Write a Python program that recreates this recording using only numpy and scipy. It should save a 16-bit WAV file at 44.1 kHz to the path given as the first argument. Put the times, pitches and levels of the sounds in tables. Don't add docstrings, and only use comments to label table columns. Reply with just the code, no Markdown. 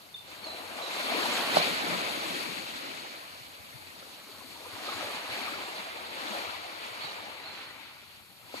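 import sys
import numpy as np
from scipy import signal
from scipy.fft import rfft, irfft, next_fast_len
from scipy.io import wavfile
from scipy.ndimage import map_coordinates

SR = 44100
rng = np.random.default_rng(int(sys.argv[2]) if len(sys.argv) > 2 else 0)


def transcribe(signal):
    frames = np.atleast_2d(signal).T
    limited = np.clip(frames, -1, 1)
    pcm = np.round(limited * 32767).astype(np.int16)
    wavfile.write(sys.argv[1], SR, pcm)


def gain_from_db(level_db):
    decades = np.asarray(level_db, float) / 20
    return 10 ** decades


N = 379260
SLOW_STEP = 40

# start_s, left_lag_ms, spray_db caught, surge_db caught
BEARING = [(0.0, -0.27, 0.5, 1.9), (0.9, -0.22, -0.5, -3.0), (1.3, -0.22, 1.2, 1.7), (1.55, 0.3, -1.4, 2.3),
           (2.5, 0.39, 2.6, 7.7), (3.0, 0.38, 0.4, 5.1), (3.4, 0.37, 2.7, 1.2), (4.0, 0.3, 3.3, 2.5),
           (4.5, -0.16, 4.7, 2.0), (5.2, -0.13, -1.0, -1.7), (6.0, -0.33, -1.7, -1.8),
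           (6.4, -0.34, -1.2, -3.9), (7.0, -0.35, -2.9, -7.0), (7.6, -0.1, -5.3, 3.7),
           (8.6, -0.22, 2.1, 2.6)]
LAG_BAND_HZ = (380, 5700)
# crest_s, foam_db, build_s and drain_s per 10 dB, depth_db of extra body
WAVELETS = [(0.045, -63.4, 0.27, 0.09, 4.0), (0.323, -51.9, 0.05, 0.13, -4.2),
            (0.485, -51.2, 0.15, 0.8, 3.1), (0.836, -48.8, 0.25, 0.03, 4.5),
            (0.947, -42.3, 0.21, 0.85, -1.0), (1.234, -37.5, 0.32, 0.35, 0.9),
            (1.37, -37.0, 0.09, 0.32, -1.9), (1.575, -30.8, 0.06, 0.05, 0.8),
            (1.672, -36.2, 0.16, 0.27, -4.0), (1.884, -39.7, 0.08, 0.38, 2.3),
            (2.367, -42.2, 1.06, 0.57, -3.3), (2.967, -48.8, 0.72, 0.45, -2.3),
            (3.887, -58.3, 1.43, 1.56, -0.8), (4.913, -47.8, 0.25, 0.12, 0.7),
            (5.024, -42.8, 0.21, 0.61, 0.5), (5.337, -42.0, 0.1, 0.61, -1.2),
            (5.767, -48.5, 1.4, 0.3, -0.5), (6.34, -41.0, 0.35, 0.38, 0.2), (6.845, -47.3, 0.05, 0.06, 0.6),
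            (7.122, -44.6, 0.66, 0.47, -0.9), (7.553, -48.5, 0.2, 0.42, -9.9),
            (8.484, -65.2, 0.11, 0.04, 5.0), (8.578, -47.6, 0.09, 0.12, -3.6), (7.705, -56, .04, .05, 0)]


def at_hz(points, hz):
    table_hz, values = np.array(points).T
    return np.interp(np.log(hz + 1), np.log(table_hz), values)


def slow_times():
    return np.arange(0, N + SLOW_STEP, SLOW_STEP) / SR


def smooth(control):
    return np.interp(np.arange(N) / SLOW_STEP, np.arange(len(control)), control)


def bearing():
    start_s, *columns = np.transpose(BEARING)
    return [np.interp(slow_times(), start_s, column) for column in columns]


def drift(rate_hz):
    settle = 2000
    r = np.exp(-2 * np.pi * rate_hz * SLOW_STEP / SR)
    noise = rng.standard_normal(N // SLOW_STEP + 2 + settle)
    slow = signal.lfilter([1], [1, -2 * r, r * r], noise)[settle:]
    return slow / slow.std()


def noise_through(order, edge_hz, kind, shape):
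    sos = signal.butter(order, edge_hz, kind, fs=SR, output="sos")
    return signal.sosfilt(sos, rng.standard_normal(shape))


def add(out, s, sound):
    at = round(s * SR)
    out[..., at:at + sound.shape[-1]] += sound[..., :N - at]


def panned(sound, left_db):
    return sound * gain_from_db(np.minimum([[left_db], [-left_db]], 0))


def puff(hz, cycles, rise):
    half = int(3 * cycles * SR / hz)
    turns = np.arange(-half, half) * hz / SR
    sound = -np.cos(2 * np.pi * turns * (1 + rise * turns / cycles)) * np.exp(-(turns / cycles) ** 2)
    return sound, half / SR


def wash(shared_db, near_db, own_db):
    layer_hz = [280, 650, 2300, 6500]
    lean_db_per_ms = [.1, -8, 2.2, .1]
    deep_hz, deep_db_per_ms = 190, 8
    lag_ms = bearing()[0]
    wander_db = 1.5 * np.array([drift(rate_hz=3.0) for _ in layer_hz])
    turn_db = np.outer(lean_db_per_ms, lag_ms) + wander_db
    turn_db -= turn_db.mean(axis=1, keepdims=True)
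    layers_db = np.array([db - 10 * np.log10(np.mean(gain_from_db(2 * db))) for db in swell()])
    ports, hz, size = through_ports(lag_ms)
    patches = 22
    centres = np.log(np.geomspace(100, 15000, num=patches))
    out, together, near = 0, drift(8.1), drift(7.0)
    for k, centre in enumerate(centres):
        window = np.interp(np.log(hz + 1), centres, np.arange(patches) == k)
        band = irfft(ports * window, size)[:, :N]
        share = [np.interp(centre, np.log(layer_hz), row) for row in np.eye(4)]
        near = 0.83 * near + 0.61 * drift(9.0)
        flicker_db = shared_db * together + near_db * near + own_db * drift(18.0)
        level_db = share @ layers_db + deep_db_per_ms * lag_ms * (centre < np.log(deep_hz))
        level_db = level_db + (1 - 0.24 * share[3]) * flicker_db
        sides_db = level_db + share @ turn_db * [[.5], [-.5]]
        out = out + band * [smooth(gain) for gain in gain_from_db(sides_db)]
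    return out


def swell():
    body_share = [.91, 1.35, -.17, -.08]
    drain_stretch = [.71, 1.1, 1.06, .88]
    far_surf_db = [-68, -74, -70.5, -59.8]
    t = slow_times()
    _, spray_db, surge_db = bearing()
    layers_db = []
    for body, stretch, far_db in zip(body_share, drain_stretch, far_surf_db):
        power = np.full(len(t), gain_from_db(2 * far_db))
        for crest_s, foam_db, build_s, drain_s, depth_db in WAVELETS:
            below_crest_db = 10 * np.maximum((crest_s - t) / build_s, (t - crest_s) / (stretch * drain_s))
            power += gain_from_db(2 * (foam_db + body * depth_db - below_crest_db))
        layers_db.append(10 * np.log10(power))
    return np.array(layers_db) + [surge_db, 0 * t, 0 * t, spray_db]


def through_ports(lag_ms):
    # pitch_hz, level_db per Hz
    left_port = [(110, -88), (200, -74.5), (300, -68.5), (520, -73.5), (900, -71), (1250, -71),
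                 (1750, -75.5), (2350, -69.5), (3200, -77), (4550, -72.5), (4900, -93.5), (5500, -92),
                 (10500, -85.5), (14300, -92)]
    right_port = [(100, -100), (170, -89.5), (405, -84.5), (480, -73), (600, -70), (900, -72.5),
                  (1700, -75.5), (4550, -74.5), (4900, -80.5), (6200, -85.5), (7400, -88.5), (7700, -89.5),
                  (8500, -104), (14300, -103)]
    # pitch_hz, share 0-1
    likeness = [(60, .7), (170, 0.85), (330, 0.84), (430, .3), (650, 0.62), (1300, 0.48), (2500, 0.13),
                (4000, 0.1), (5600, 0), (5800, 0.06), (6200, 0.3), (6400, 1), (7500, 0.92), (7800, 0.37)]
    common = foam(count=2500, low_hz=198.2, high_hz=9100, size_db=-12.3, spread_db=2.5, cycles=1.9)
    apart = foam(count=1500, low_hz=298, high_hz=9030, size_db=-14.3, spread_db=2.6, cycles=1.3)
    heard_at = np.arange(N) + smooth(lag_ms) * SR / 1000
    early = map_coordinates(common, [heard_at], order=3, mode="nearest")
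    size = next_fast_len(N)
    hz = np.arange(size // 2 + 1) * SR / size
    alike = np.clip(at_hz(likeness, hz), 0, 1)
    lagging = (hz > LAG_BAND_HZ[0]) & (hz < LAG_BAND_HZ[1])
    left = rfft(common, size)
    shared = np.where(lagging, rfft(early, size), left)
    right = alike * shared + np.sqrt(1 - alike ** 2) * rfft(apart, size)
    ports = np.array([left * gain_from_db(at_hz(left_port, hz)), right * gain_from_db(at_hz(right_port, hz))])
    ports *= np.sqrt(SR / 2) * np.minimum(hz / 100, 1) ** 3
    return ports, hz, size


def foam(count, low_hz, high_hz, size_db, spread_db, cycles):
    out = rng.standard_normal(N)
    for when, pitch, size, length in rng.random((count, 4)):
        hz = low_hz * (high_hz / low_hz) ** pitch
        height = gain_from_db(size_db - spread_db * np.log(size + .01))
        height *= (hz / 1000) ** 0.31
        ring_cycles = (cycles + .003 * hz) * (.5 + length)
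        add(out, when * N / SR, height * bubble(hz, ring_cycles, rise=.01))
    return out


def bubble(hz, cycles, rise):
    turns = np.arange(int(5 * cycles * SR / hz)) * hz / SR
    ring = np.sin(2 * np.pi * turns * (1 + rise * turns / cycles))
    return ring * np.exp(-turns / cycles) * (1 - np.exp(-3 * turns))


def slaps():
    # start_s, level_db at the peak, pitch_hz, left_lag_ms, left_louder_db
    slap_events = [
        (1.5707, -5, 700, .4, -3),
        (8.5434, -29, 510, -.4, 4),
    ]
    out = np.zeros((2, N))
    for s, db, right_hz, lag_ms, left_db in slap_events:
        sound, half = puff(1.25 * right_hz, cycles=0.81, rise=0.082)
        add(out[0], s + lag_ms / 1000 - half, gain_from_db(db + left_db) * sound)
        sound, half = puff(right_hz, cycles=1.1, rise=0.012)
        add(out[1], s - half, gain_from_db(db) * sound)
    return out


def plops():
    # start_s, level_db at the peak, pitch_hz, left_louder_db
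    single = [(0.472, -39, 624, 1), (6.652, -36, 720, 2), (0.572, -39, 2347, 4), (1.122, -27, 689, 2),
              (1.151, -28, 452, 10), (1.393, -29, 3187, -10), (1.618, -28, 732, -6), (1.959, -31, 1012, 9),
              (2.406, -32, 1335, 5), (3.23, -41, 1055, 5), (3.906, -43, 1850, -4), (4.562, -42, 937, 2),
              (4.41, -43, 1050, 5), (4.659, -38, 991, 10), (4.669, -39, 495, -9), (4.891, -29, 1249, 0),
              (5.01, -33, 1249, 8), (4.927, -33, 1100, 2), (5.333, -32, 2310, 4), (5.486, -28, 1184, 9),
              (5.542, -31, 1378, 6), (6.351, -33, 538, 8), (6.364, -31, 754, 6), (6.457, -32, 2304, 12),
              (7.552, -41, 1960, 13), (7.708, -41, 1960, 14), (3.826, -46, 850, 5), (8.501, -48, 947, 4),
              (8.568, -43, 1270, 7), (8.577, -39, 2390, 10)]
    # start_s, level_db at the peak, pitch_hz
    gulps = [(0.43, -45, 215), (0.467, -43, 301), (1.123, -31, 258), (1.148, -28, 301), (1.183, -31, 320),
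             (1.678, -31, 260), (1.718, -33, 190), (1.553, -33, 215), (1.578, -27, 172), (1.608, -35, 172),
             (1.887, -34, 172), (1.904, -34, 172), (1.942, -35, 172), (1.987, -36, 172), (3.987, -47, 194),
             (4.3, -46, 409), (4.455, -42, 258), (5.0, -37, 301), (6.258, -37, 301), (6.317, -36, 215),
             (6.364, -39, 301), (5.8, -42, 200), (2.5, -39, 170), (7.05, -45, 150), (7.708, -48, 409),
             (8.548, -38, 280)]
    gulp_left_db = 15
    out = np.zeros((2, N))
    for s, db, hz, left_db in single + [(*gulp, gulp_left_db) for gulp in gulps] + froth():
        sound, half = puff(hz, cycles=1 + .0048 * hz, rise=.012)
        left, right = panned(gain_from_db(db - .7) * sound, left_db)
        lag_s = np.interp(s, *np.transpose(BEARING)[:2]) / 1000 * (hz > LAG_BAND_HZ[0])
        add(out[0], s - half + lag_s, left)
        add(out[1], s - half, right)
    return out


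def froth():
    froth_hz = (500, 3000)
    spread_s, over_foam_db = .06, 6
    low_hz, high_hz = froth_hz
    rows = []
    for (crest_s, foam_db, *_), pair in zip(WAVELETS, rng.random((len(WAVELETS), 2, 4))):
        for when, weakness, pitch, side in pair:
            s = np.clip(crest_s + spread_s * (2 * when - 1), .05, N / SR - .02)
            db = foam_db + over_foam_db - 5 * weakness
            rows.append((s, db, low_hz * (high_hz / low_hz) ** pitch, 24 * side - 8))
    return rows


def grit():
    # start_s, level_db at the peak
    tick = (.1300, -37)
    out = np.zeros((2, N))
    s, db = tick
    sound, half = puff(11000, cycles=1.5, rise=.01)
    add(out, s - half, panned(gain_from_db(db) * sound, left_db=10))
    return out


def birds(echo_db, t60):
    # start_s, first_hz, last_hz, level_db at the peak, left_louder_db
    chirps = [(0.138, 3670, 3480, -33.5, -2.5), (0.435, 4400, 4340, -35.5, -1),
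              (0.462, 4300, 3950, -36, -5), (0.492, 4080, 4030, -39, -3), (0.512, 4100, 4000, -41, -3),
              (.816, 4070, 3750, -34.5, -8), (0.829, 4120, 3890, -37, -5), (0.86, 3880, 3780, -39, -5),
              (7.013, 4320, 4400, -32, -12), (7.038, 4650, 4340, -37, -17), (7.046, 3830, 3980, -36, -4),
              (7.5, 4250, 3950, -43, -4), (7.432, 3850, 4150, -45, 0), (7.66, 4350, 4250, -46, -4),
              (7.451, 4250, 4400, -39, -5), (7.465, 4300, 4150, -39, 6), (7.578, 4400, 3900, -41.5, -15)]
    chirp_s = .021
    out = np.zeros((2, N))
    for s, first_hz, last_hz, db, left_db in chirps:
        u = np.linspace(0, 1, round(chirp_s * SR))
        glide_hz = first_hz + (last_hz - first_hz) * u
        tone = np.sin(2 * np.pi * np.cumsum(glide_hz) / SR) * np.sin(np.pi * u) ** 1.9
        add(out, s, panned(gain_from_db(db) * tone, left_db))
    t = np.arange(SR // 2) / SR
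    echoes = rng.standard_normal((2, SR // 2)) * gain_from_db(echo_db - 60 * t / t60) * (t > .008)
    return out + signal.fftconvolve(out, echoes, axes=1)[:, :N]


def air(level_db):
    hiss = noise_through(3, 9000, "high", (2, N))
    ports = np.array([hiss[0], gain_from_db(-17) * (.6 * hiss[0] + .8 * hiss[1])])
    spray_db = bearing()[1]
    return smooth(gain_from_db(level_db + .5 * spray_db)) * ports


def taps():
    # start_s, level_db at the peak, pitch_hz
    tap_events = [(1.24, -52, 100), (1.925, -33, 166), (1.964, -36, 175), (2.76, -54, 80),
                  (3.416, -46, 121), (3.465, -55, 90), (3.605, -47, 90), (3.757, -40.5, 125),
                  (4.41, -54, 100), (4.74, -46, 101), (4.96, -45, 100), (5.05, -43, 104), (5.30, -47, 90),
                  (5.324, -44, 120), (5.62, -60, 90), (7.275, -42, 230), (6.48, -52, 100), (6.92, -51, 120),
                  (7.21, -56, 100), (8.44, -53, 110)]
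    out = np.zeros((2, N))
    for s, db, hz in tap_events:
        sound, half = puff(hz, cycles=1.34, rise=-0.053)
        add(out, s - half, panned(gain_from_db(db) * sound, left_db=22))
    return out


def motor(hum_hz, hum_db):
    hum = noise_through(2, [hum_hz - 3, hum_hz + 3], "band", N)
    return panned(gain_from_db(hum_db + 3) * hum / hum.std(), left_db=15)


def rumble(level_db):
    low = noise_through(2, [65, 220], "band", (2, N))
    low = np.array([low[0], .9 * low[0] + .4 * low[1]])
    return gain_from_db(level_db) * low / low.std() * gain_from_db([[4.0], [-11.0]])


def scene():
    water = wash(shared_db=.1, near_db=.7, own_db=1.2) + slaps() + plops() + grit()
    behind = birds(echo_db=-29.5, t60=.38) + air(level_db=-52)
    lows = taps() + motor(hum_hz=90, hum_db=-69.5) + rumble(level_db=-66.3)
    return water + behind + lows


def top_cut(x):
    return signal.sosfilt(signal.butter(12, 14340, fs=SR, output="sos"), x)


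def record(dry):
    dry = signal.sosfilt(signal.butter(1, 45, "high", fs=SR, output="sos"), dry)
    mix = signal.sosfilt(signal.ellip(14, .3, 55, 14340, fs=SR, output="sos"), dry)
    return top_cut(mix)


dry = scene()
out = record(dry)
transcribe(out)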